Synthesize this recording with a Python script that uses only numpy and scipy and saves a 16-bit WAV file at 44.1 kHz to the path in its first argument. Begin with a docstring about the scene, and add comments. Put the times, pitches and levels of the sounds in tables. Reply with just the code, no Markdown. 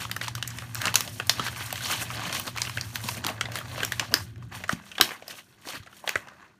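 """Unwrapping a chocolate bar

Hands unfold a foil and paper wrapper close to a microphone in a small room. Buckling creases snap as
short band-passed noise bursts over a rustle of random cracks shaped by the strokes of the hands, and
the flapping sheet gives decaying low sines. An appliance hums, a wavering sine over filtered noise,
until it switches off; a low rumble then sinks away. Faint steady noise fills the room throughout."""
import sys
import numpy as np
from scipy import signal
from scipy.fft import rfft, irfft, next_fast_len
from scipy.io import wavfile

SR = 44100
rng = np.random.default_rng(int(sys.argv[2]) if len(sys.argv) > 2 else 0)


def pcm_store(signal):
    """Save signal as 16-bit PCM."""
    levels = np.round(np.clip(np.atleast_2d(signal), -1, 1) * 32767)
    wavfile.write(sys.argv[1], SR, levels.astype(np.int16).T)


N = 290619  # samples
OFF_S = 4.72  # the appliance is silent from here
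EDGE_HZ = 15350  # upper limit of the treble

# creases that buckle: start_s, ring_peak_db, low_ring_hz, high_ring_hz, low_ring_db and high_ring_db
# (re the broad ring), treble_db (re the ring peak), t60_s
CREASE_SNAPS = [(0.022, -29.5, 1160, 2850, 4, -15, -8, 0.024), (0.051, -21, 1060, 3020, 4, 0, -21, 0.022),
                (0.096, -29, 1430, 2690, 11, 3, -9, 0.02), (0.114, -14.5, 1580, 3030, -15, -16, -2, 0.018),
                (0.164, -17, 1610, 2530, 0.5, -11, -4, 0.022), (0.213, -17.5, 1980, 3040, 7, 0, -34, 0.027),
                (0.238, -25.5, 1570, 2730, -23, -8, -14, 0.017),
                (0.244, -26, 1110, 2780, -2, -3, -16, 0.023), (0.273, -25, 1480, 2550, 5, 5, -14, 0.022),
                (0.281, -18, 1070, 2560, -5.5, -19, -28, 0.028),
                (0.352, -19.5, 1500, 3180, -8, -14, -2, 0.026), (0.38, -25, 1020, 2770, 1, -3, -23, 0.023),
                (0.426, -13, 1560, 3200, -4.5, -2, -19, 0.016),
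                (0.476, -22.5, 1560, 6900, -34, 0, 5, 0.024),
                (0.504, -28.5, 1140, 5440, -17, -6, -18, 0.025),
                (0.586, -21.5, 2090, 3140, -9, -12, -18, 0.017), (0.621, -30, 1080, 2670, 8, 1, -19, 0.025),
                (0.747, -26.5, 1200, 2610, -7, -8, 10, 0.015),
                (0.754, -17.5, 1490, 4560, -19, -22, -23, 0.0086),
                (0.817, -15.5, 1670, 3440, -12, -18, -5, 0.016),
                (0.855, -10.5, 1430, 2530, -12, -21, -17, 0.018), (0.87, -12, 1280, 4010, 1, -8, -15, 0.02),
                (0.88, -14.5, 2280, 2410, 2, -4, -23, 0.025),
                (0.942, -9.5, 970, 4660, -7.5, -27, -5, 0.023),
                (0.956, -0.5, 1570, 6040, -23, -9, -1.5, 0.023),
                (1.007, -10.5, 1120, 5740, -12, -8, -2, 0.015),
                (1.076, -23.5, 680, 2970, -9.5, -7, -17, 0.031),
                (1.199, -14.5, 1450, 2530, 6, 6, -26, 0.024), (1.27, -33, 694, 4620, -10, -6, 10, 0.041),
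                (1.295, -2, 750, 3950, -18.5, -10.5, -7, 0.022),
                (1.395, -13, 1090, 3300, 5.5, 2, -24, 0.04), (1.465, -26.5, 1190, 2990, 5, -17, -11, 0.025),
                (1.482, -19.5, 1410, 3230, 1, -10, -12, 0.029),
                (1.561, -26, 1570, 2550, -10, -1, -15, 0.026),
                (1.607, -26.5, 1350, 2420, 11, 0, -17, 0.024),
                (1.705, -24.5, 2240, 2320, -4, -12, -14, 0.031),
                (1.727, -14, 660, 2720, -10.5, -18, 0, 0.017), (1.757, -20, 1910, 2920, -6, -7, -9, 0.029),
                (1.778, -25, 2300, 2460, -6, -6, -17, 0.02), (1.807, -28, 1460, 3520, 1, -11, -18, 0.018),
                (1.837, -23, 1500, 5710, -16, -4, -16, 0.021),
                (1.859, -18.5, 1100, 2990, -8, -18, -17, 0.048),
                (1.91, -17.5, 2300, 2410, -9, -6, -12, 0.014), (1.932, -20, 1400, 3250, -7, -4, -16, 0.022),
                (2.016, -23, 2350, 2400, -8, -10, -20, 0.034), (2.103, -22.5, 1090, 2360, 6, 4, -19, 0.015),
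                (2.11, -27, 1300, 2360, 2, -3, -19, 0.024), (2.156, -29, 1500, 4120, -12, 6, -13, 0.017),
                (2.27, -31, 1160, 2780, -1, -10, -17, 0.018), (2.295, -24, 1180, 2690, 2, 1, -16, 0.026),
                (2.327, -17, 1520, 2360, -10, -12, -18, 0.022),
                (2.349, -19.5, 1170, 2930, -7, -16, -19, 0.026), (2.397, -18, 1040, 3040, -7, -6, 1, 0.028),
                (2.477, -19.5, 1130, 3950, 0, 1, -13, 0.03), (2.562, -23.5, 1030, 2950, 4, -5, -9, 0.018),
                (2.574, -18, 1940, 2690, -6, -11, -14, 0.026), (2.583, -17, 1070, 2380, -7, -7, -12, 0.017),
                (2.618, -8.5, 1890, 4230, -13, -4.5, -22, 0.015),
                (2.651, -25, 2300, 3070, -1, -4, -17, 0.018), (2.672, -22, 1480, 2630, 5, 11, -14, 0.035),
                (2.696, -19.5, 970, 2460, -5.5, -4, -17, 0.018),
                (2.773, -16.5, 1480, 2310, 4.5, 0, -16, 0.01),
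                (2.782, -19, 2270, 2390, -0.5, 3, -22, 0.016), (2.811, -16, 2130, 5070, -11, 2, -9, 0.013),
                (2.957, -15, 1830, 2850, -12, -12, -4, 0.022), (3.004, -29, 1810, 6150, 4, -2, -14, 0.025),
                (3.039, -25.5, 1080, 3730, -4, -6, -15, 0.034),
                (3.087, -14, 1030, 2500, -5.5, -12, -6, 0.025),
                (3.149, -29, 1120, 3900, -14, -6, -14, 0.02),
                (3.241, -18.5, 1740, 3200, -4, -6, -16, 0.014),
                (3.247, -15.5, 1100, 3240, -5.5, -14, -12, 0.016),
                (3.266, -8.5, 1090, 3140, -10, -35, -5, 0.013),
                (3.289, -20.5, 2100, 2330, 2, 6, -25, 0.016), (3.41, -11, 1750, 2900, 3.5, 1, -34, 0.023),
                (3.455, -22.5, 2130, 3080, 8.5, 6, -19, 0.025), (3.486, -32, 694, 2760, 8, -2, -21, 0.016),
                (3.519, -24, 1640, 2360, -9, -13, -7, 0.033),
                (3.556, -15, 1730, 3900, -6.5, -16, -2.5, 0.027),
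                (3.587, -20, 2000, 3020, -1, -1, -5, 0.026), (3.613, -30, 1530, 5770, 10, -14, -18, 0.022),
                (3.779, -22.5, 1140, 2540, 5, -2, -12, 0.02), (3.804, -20.5, 1550, 2880, 4, 6, -13, 0.017),
                (3.832, -12, 1580, 2860, 3, -1, -14, 0.018), (3.849, -14.5, 720, 6100, -21, -1, 2.5, 0.015),
                (3.921, -11, 1950, 3250, -5, -15, -8, 0.02),
                (3.996, -9.5, 1550, 2560, -15.5, -11, -18, 0.024),
                (4.121, -27, 1070, 2830, 4, -2, -6, 0.06), (4.14, -0.5, 1770, 5000, -13, -5, -4.5, 0.015),
                (4.359, -41.5, 1990, 2690, 0, -17, -17, 0.02), (4.379, -47, 604, 2730, -6, -7, -5, 0.022),
                (4.424, -37.5, 970, 2350, 8, 0, -26, 0.023), (4.522, -33, 2000, 3300, 9, -6, -15, 0.017),
                (4.605, -36, 710, 2760, 5, 0, -23, 0.02), (4.638, -21, 1830, 2600, 6.5, -1, -15, 0.038),
                (4.68, -32, 1400, 6600, -11, -12, -9, 0.031),
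                (4.693, -9.5, 1520, 2620, 5.5, -12, -19, 0.016),
                (4.761, -35.5, 1690, 2360, -4, 3, -20, 0.027),
                (4.916, -27.5, 1740, 2640, -8, 2, -25, 0.043),
                (4.953, -31.5, 2270, 2710, -7, 5, -17, 0.031),
                (4.981, -16.5, 1570, 3170, 6.5, 8, -20, 0.023),
                (5.0, -17.5, 840, 2840, 12, 7, -20.5, 0.025),
                (5.011, 5.5, 1850, 3630, -16.5, -8.5, -6, 0.014),
                (5.091, -25, 1040, 2470, 4, 2, -16, 0.013), (5.108, -24, 1940, 2590, 9, -3, -22, 0.018),
                (5.116, -27.5, 1950, 2700, 18, -4, -27, 0.029), (5.126, -36, 2000, 3980, 3, -4, -31, 0.023),
                (5.223, -31.5, 616, 2580, 5, 4, -22.5, 0.025), (5.28, -25, 610, 5060, -11, -1, 0, 0.016),
                (5.308, -28.5, 1700, 2670, -11, -3, -17.5, 0.029),
                (5.353, -33, 1570, 2870, -12, 2, -16, 0.025), (5.652, -38, 1770, 2410, 12, -10, -18, 0.037),
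                (5.673, -29, 890, 2600, -2, -9, -14, 0.022), (5.687, -22, 587, 4560, -14, -3, -12, 0.022),
                (5.754, -25, 1730, 2630, -1, -8, -8, 0.022), (5.832, -40, 1450, 3500, -1, -4, -20, 0.029),
                (5.862, -40, 616, 2410, -4, -3, -21, 0.043), (5.871, -38, 1560, 2640, 6, -1, -19, 0.029),
                (5.928, -37, 1540, 2440, 3, -14, -13.5, 0.023), (6.041, -31, 685, 2470, 11, -6, -11, 0.035),
                (6.076, -12.5, 1940, 2780, 7, 9, -13, 0.016), (6.092, -10, 1780, 2570, -3, -7, -4.5, 0.012),
                (6.156, -10.5, 1610, 2130, 9.5, -13, -22, 0.019),
                (6.272, -36.5, 654, 2550, 5, 0, -26, 0.022),
                (6.285, -33.5, 1580, 2900, 2.5, -2, -19.5, 0.023),
                (6.317, -49, 596, 2550, 11, -4, -23.5, 0.016), (6.335, -45, 1360, 2640, 9, 1, -22.5, 0.017)]


def gain_of(db):
    """Decibel law: amplitude ratio of a level in dB."""
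    return 10 ** (np.asarray(db) / 20)


def evened(x):
    """Power normalisation: scales to rms 1."""
    return x / np.sqrt(np.mean(x ** 2) + 1e-20)


def read(points, hz):
    """Interpolation over log frequency, on which hearing spaces pitch."""
    f, value = np.transpose(points)
    return np.interp(np.log(hz + 1), np.log(f + 1), value)


def add(mix, s, sound):
    """Superposition: adds a sound into the mix from s seconds on."""
    part = mix[round(s * SR):][:len(sound)]
    part += sound[:len(part)]


def coloured(x, spectrum):
    """Linear filtering: weights the frequencies of x by a table of gains, then sets rms 1."""
    size = next_fast_len(len(x))
    gain = gain_of(read(spectrum, np.fft.rfftfreq(size, 1 / SR)))
    return evened(irfft(rfft(x, size) * gain, size)[:len(x)])


def band(x, lo_hz, hi_hz):
    """Resonance as a causal band-pass, scaled to peak 1."""
    y = signal.lfilter(*signal.butter(2, [lo_hz, min(hi_hz, SR / 2 - 100)], "band", fs=SR), x)
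    return y / abs(y).max()


def drift(cutoff_hz):
    """Low-passed noise: a slow random wander of rms 1."""
    return evened(signal.lfilter(*signal.butter(1, cutoff_hz, fs=SR), rng.standard_normal(N)))


def grains(per_s, spread_db, t60, clump_db):
    """Shot noise: tiny random cracks, a few of them large, arriving in clumps."""
    happens = rng.random(N) < per_s / SR
    size = gain_of(spread_db * np.minimum(rng.exponential(1, N), 5)) * happens
    clumped = size * gain_of(clump_db * drift(8.1))
    power_decay = gain_of(-2 * 60 * np.arange(600) / SR / t60)
    power = signal.oaconvolve(clumped ** 2, power_decay)[:N]
    return np.sqrt(abs(power)) * rng.standard_normal(N)


def creases():
    """Sums of incoherent cracks: those of the whole sheet, and of small patches each in its own band."""
    whole = grains(per_s=900, spread_db=3.8, t60=.007, clump_db=1.5)
    patches = np.zeros(N)
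    for hz in 700 * 1.312 ** np.arange(9):
        cracks = grains(per_s=230, spread_db=3.0, t60=0.047, clump_db=3.0)
        patches += np.sqrt(hz) * evened(band(cracks, hz / 1.174, hz * 1.34))
    return evened(whole) + 0.92 * evened(patches)


def handling(offset_db, brightness_share, bending=0):
    """Power addition: one rustle layer's amplitude from the held sheet, strokes and crackle after snaps."""
    # strokes of the hands: strongest_s, level_db, brightness_db, extra_bending_db, rise_s, fall_s
    strokes = [(.01, -41, 4, -4, 0.063, 0.14), (.231, -42.5, 1, -3, 0.038, 0.11),
               (.38, -57, 1, 13, 0.053, 0.08), (.6, -49, 0.5, -12, 0.48, 0.31),
               (.78, -44.5, 4, -3.5, 0.094, 0.17), (0.871, -31, -7, 0, 0.12, 0.084),
               (1.05, -57.5, 5, 13, 0.078, 0.41), (1.208, -39, -19, 1, 0.029, 0.046),
               (1.375, -44.5, -3, 4, 0.084, 0.16), (1.473, -36, 0, -7, 0.2, 0.037),
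               (1.622, -41, -2.5, -11, 0.26, 0.22), (1.925, -35, 6, -1, 0.25, 0.14),
               (2.027, -36.5, 5.5, 2, 0.083, 0.031), (2.12, -49.5, 6, 0, .06, 0.31),
               (2.276, -37, -2.5, 1.5, 0.51, .2), (2.356, -38.5, 5.5, 2, 0.087, 0.16),
               (2.478, -37.5, -4, 1, 0.073, 0.052), (2.584, -43, -0.5, -0.5, 0.1, 0.43),
               (2.792, -44, -1, 0, 0.16, 0.17), (2.957, -44.5, 1.5, 7.5, 0.064, 0.081),
               (3.095, -44.5, 7.5, 5, 0.21, 0.12), (3.172, -47, 4.5, 13, 0.044, 0.069),
               (3.29, -34.5, -7.5, 3, 0.084, 0.086), (3.43, -49, -18, 10, .02, .15),
               (3.571, -41, 3, 7.5, 0.087, 0.087), (3.834, -39.5, 0, 5.5, 0.32, 0.11),
               (4.01, -36.5, -23, 0, 0.03, 0.086), (4.13, -40.5, -10, 14.5, 0.046, 0.026),
               (4.432, -59, -8, 8, 0.11, 0.087), (4.526, -41.5, -18, -14, 0.033, 0.15),
               (4.55, -42, 0, -9, 0.042, 0.095), (4.62, -54, 2, 12.5, .07, 0.08),
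               (4.7, -41, -11, -15, .015, 0.079), (4.729, -36.5, -1, 1, 0.069, 0.021),
               (4.78, -52.5, -19.5, -13, 0.054, .15), (4.89, -55.5, 1.5, -8, 0.17, .06),
               (4.96, -52, -2.5, -3, 0.053, .08), (5.12, -44, -12, -8, 0.053, 0.14),
               (5.316, -48, -1.5, 5.5, .12, 0.077), (5.392, -51.5, 6, 3, .1, 0.045),
               (5.705, -41.5, 3.5, 0, 0.096, 0.075), (5.755, -40.5, -3.5, 1.5, 0.076, 0.071),
               (5.966, -66, 11.5, 8, 0.054, 0.2), (6.085, -38.5, -8.5, -1.5, 0.057, .1),
               (6.443, -54.5, -19.5, -10, 0.4, 0.16)]
    # quiet rustle while the wrapper is only held: time_s, level_db, brightness_db
    held = [(0, -55, -22), (.7, -56, -10), (1.1, -56, 7), (1.26, -56.5, 5), (1.5, -48, 1), (2.4, -57.5, -5),
            (2.9, -59, 8), (3.22, -48, -15), (3.65, -50.5, -10), (4.05, -51, 3), (4.3, -81, -6),
            (4.5, -65, -4), (4.8, -60, -12), (5.001, -57, -4), (5.3, -64, -9), (5.45, -67.5, 1),
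            (5.9, -62.5, -5), (6.3, -54, -21), (6.59, -76, -1)]
    drop_db, roundness = -30, 1.126  # level at both ends of a stroke; over 1 = a rounded top
    hold_bend_db, after_bend_db = 0.5, -2.5
    after_db, after_db_per_s, after_share = -35, -170, 0.34  # brighter after a bright snap

    t = np.arange(0, N + 64, 64) / SR
    held_s, held_db, held_bright_db = np.transpose(held)
    level = held_db + brightness_share * held_bright_db + bending * hold_bend_db
    power = gain_of(2 * np.interp(t, held_s, level))
    for s, db, bright_db, bend_db, rise, fall in strokes:
        away = np.where(t < s, (s - t) / rise, (t - s) / fall)
        level = db + brightness_share * bright_db + bending * bend_db + drop_db * away ** roundness
        power = power + gain_of(2 * level)
    for s, db, *_, treble_db, _ in CREASE_SNAPS:
        level = db + after_db + bending * after_bend_db + brightness_share * after_share * treble_db
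        power = power + (t > s) * gain_of(2 * (level + after_db_per_s * abs(t - s)))
    return gain_of(offset_db) * np.interp(np.arange(N) / SR, t, np.sqrt(power))


def rustle():
    """Friction and buckling: creases crackle in paper and foil, skin slides in a finer hiss, the sheet bends."""
    # spectra of crackling paper, crackling foil, sliding skin and the bending sheet: freq_hz, gain_db
    paper = [(410, -35.5), (700, -2), (973, 2.5), (1200, 5), (1340, -2), (1530, 5), (1900, 0.5),
             (2320, -12), (2600, -4), (3380, -54), (5720, -120)]
    foil = [(1240, -51), (2100, -2), (2360, -4.5), (3170, 0.5), (3440, -2.5), (4540, -2.5), (4940, -10),
            (7000, -8), (9100, -24), (15400, -120)]
    skin_on_sheet = [(3240, -45), (5500, 0), (7650, -5.5), (8480, -0.5), (10500, -4.5), (11200, -4),
                     (14600, -6), (15500, -11.5)]
    bending_sheet = [(82, -21), (140, -5), (280, -7), (400, -13.5), (615, -6), (788, -9), (900, -17.5),
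                     (1170, -31.5), (1980, -120)]

    cracks = creases()
    slide = grains(per_s=2500, spread_db=1.8, t60=.004, clump_db=3.0)
    bend = grains(per_s=700, spread_db=2.2, t60=.03, clump_db=1.8)
    paper_crackle = handling(0, 0) * coloured(cracks, paper)
    foil_crackle = handling(0.11, 0.6) * coloured(cracks, foil)
    skin = handling(-2.5, 0.97) * coloured(evened(slide) + 0.062 * cracks, skin_on_sheet)
    bends = handling(-6, -0.067, bending=0.91) * coloured(bend, bending_sheet)
    return paper_crackle + foil_crackle + skin + bends


def appliance():
    """Rotation and forced vibration: a wavering motor tone stops just before its casing's rumble."""
    # mean level of the motor tone: time_s, level_db (rms)
    tone_levels = [(0, -46), (.6, -43.5), (1.2, -50.5), (2.2, -44.5), (2.34, -51.5), (2.8, -41), (3.3, -48),
                   (3.79, -41), (4.1, -53), (4.39, -43.5), (4.57, -53)]
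    # spectrum of the casing: freq_hz, gain_db
    casing = [(15, -55.5), (25, -19), (59, -16.5), (108, -0.5), (128, -7), (151, -18), (182, -11),
              (209, -25.5), (243, -14), (292, -25), (317, -29), (356, -19), (400, -43), (520, -65),
              (880, -120)]
    motor_hz, rumble_db, tone_lead_s = 117.4, -43.5, 0.13  # mean pitch; the tone stops this much earlier

    t = np.arange(N) / SR
    turns = np.cumsum(motor_hz + 2.9 * drift(4.1)) / SR
    tone_db = np.interp(t, *np.transpose(tone_levels)) + 0.83 * drift(8.7)
    tone = np.sqrt(2) * gain_of(tone_db) * np.sin(2 * np.pi * turns)
    rumble = gain_of(rumble_db) * coloured(rng.standard_normal(N), casing)
    return (t < OFF_S - tone_lead_s) * tone + np.clip((OFF_S - t) / 0.09, 0, 1) * rumble


def background():
    """Stationary noise: the steady quiet of the room, white noise through a fixed spectrum."""
    # spectrum of the quiet: freq_hz, gain_db
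    quiet = [(15, -39), (25, -7), (111, 13), (285, 5.5), (354, 9.5), (476, -3.5), (531, -37), (1160, -38.5),
             (1440, 5.5), (1610, -11.5), (6380, -22.5), (13600, -46), (16000, -49)]
    return gain_of(-62.5) * coloured(rng.standard_normal(N), quiet)


def room(x):
    """Reverberation: sparse taps of random sign after the first wall echo, decaying by frequency."""
    # decay time of the room: freq_hz, t60_s
    decay_times = [(250, 0.22), (1000, 0.055), (4000, 0.17), (12000, 0.18)]
    taps = np.zeros(SR // 2)
    at = np.arange(350, len(taps) - 20, 12)
    taps[at + rng.integers(0, 12, len(at))] = rng.choice([-1., 1.], len(at))
    hz, t, z = signal.stft(taps, SR, nperseg=256)
    decay = gain_of(-60 * t / read(decay_times, hz)[:, None])
    tail = signal.istft(z * decay, SR, nperseg=256)[1]
    return signal.fftconvolve(x, tail / np.linalg.norm(tail))[:N]


def snaps():
    """Impulse excitation: a tick and rattle ring two patches of sheet, with a duller body and brighter edge."""
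    edge_t60 = 0.041  # s, extra decay of the treble
    body_db, body_share = -16.5, 0.67  # the body follows the low ring in part
    out, t = np.zeros(N), np.arange(1500) / SR
    for row in CREASE_SNAPS:
        s, db, low_hz, high_hz, low_db, high_db, treble_db, t60 = row
        noise = rng.standard_normal(len(t))
        rattle = gain_of(-60 * t / t60)
        tick = 0.27 * gain_of(-60 * t / 0.0042)
        burst = noise * np.minimum(t / 0.000067, 1) * (rattle + tick)
        ring = gain_of(low_db) * band(burst, low_hz / 1.21, low_hz * 1.267)
        ring = ring + gain_of(high_db) * band(burst, high_hz / 1.207, high_hz * 1.21)
        ring = ring + band(burst, 1200, 6700)  # broad ring
        body = gain_of(body_db + body_share * low_db) * band(burst, 400, 900)
        edge = gain_of(treble_db) * band(burst * gain_of(-60 * t / edge_t60), 4900, EDGE_HZ)
        add(out, s, gain_of(db) * (ring / abs(ring).max() + body + edge))
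    return out


def flaps():
    """Damped oscillation: each pop of the sheet pushes air in a decaying low sine."""
    # low pushes of air as the sheet pops over: start_s, peak_db, pitch_hz, t60_s (at least 0.01 is used)
    pops = [(1.401, -28, 217, 0.018), (3.043, -29.5, 206, 0.054), (3.178, -32.5, 204, 0.027),
            (3.251, -32.5, 305, 0.05), (3.826, -33, 413, 0.052), (4.142, -27, 308, 0.022),
            (4.731, -19.5, 180, 0.017), (4.999, -24, 302, 0.017), (5.013, -24, 348, 0.052),
            (5.015, -34.5, 85, 0.035), (5.669, -35, 325, 0.0071), (5.745, -41, 264, 0.11),
            (5.773, -40, 149, 0.021), (5.799, -37, 98, 0.056), (6.158, -34, 99, 0.059)]
    out, t = np.zeros(N), np.arange(6000) / SR
    for s, db, hz, t60 in pops:
        envelope = np.minimum(t / 0.0035, 1) * gain_of(-60 * t / max(t60, .01))
        swing = -np.sin(2 * np.pi * hz * t) * envelope
        add(out, s, gain_of(db) * swing / abs(swing).max())
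    return out


def house():
    """Exponential decay: a low rumble sinks to a floor once the hum has stopped."""
    # spectrum of the low rumble: freq_hz, gain_db
    deep = [(15, -54.5), (25, -23.5), (70, -13), (101, -5), (140, -13.5), (182, -11), (199, 4),
            (220, -13.5), (290, -34), (480, -120)]
    start_db, slope_db_per_s, floor_db = -53, -23.5, -70
    since = np.arange(N) / SR - OFF_S
    sinking = gain_of(np.maximum(start_db + slope_db_per_s * since, floor_db))
    return np.clip(since / .05, 0, 1) * sinking * coloured(rng.standard_normal(N), deep)


def scene():
    """Superposition of the near wrapper, its echo, the hum, the low rumble and the quiet of the room."""
    wrapper = rustle() + snaps() + flaps()
    echo = gain_of(-12.0) * room(wrapper)
    return (wrapper + echo + appliance() + house() + background())[None]


def record(dry):
    """Transducer limits: a small microphone loses deep bass, clips the loudest peaks and limits the treble."""
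    full = 0.9  # clipping amplitude
    thin = signal.lfilter(*signal.butter(2, 55, "high", fs=SR), dry)
    low_pass = signal.firwin(255, EDGE_HZ, window=("kaiser", 9), fs=SR)
    return signal.oaconvolve(np.clip(thin, -full, full), low_pass[None], "same")


dry = scene()
out = record(dry)
pcm_store(out)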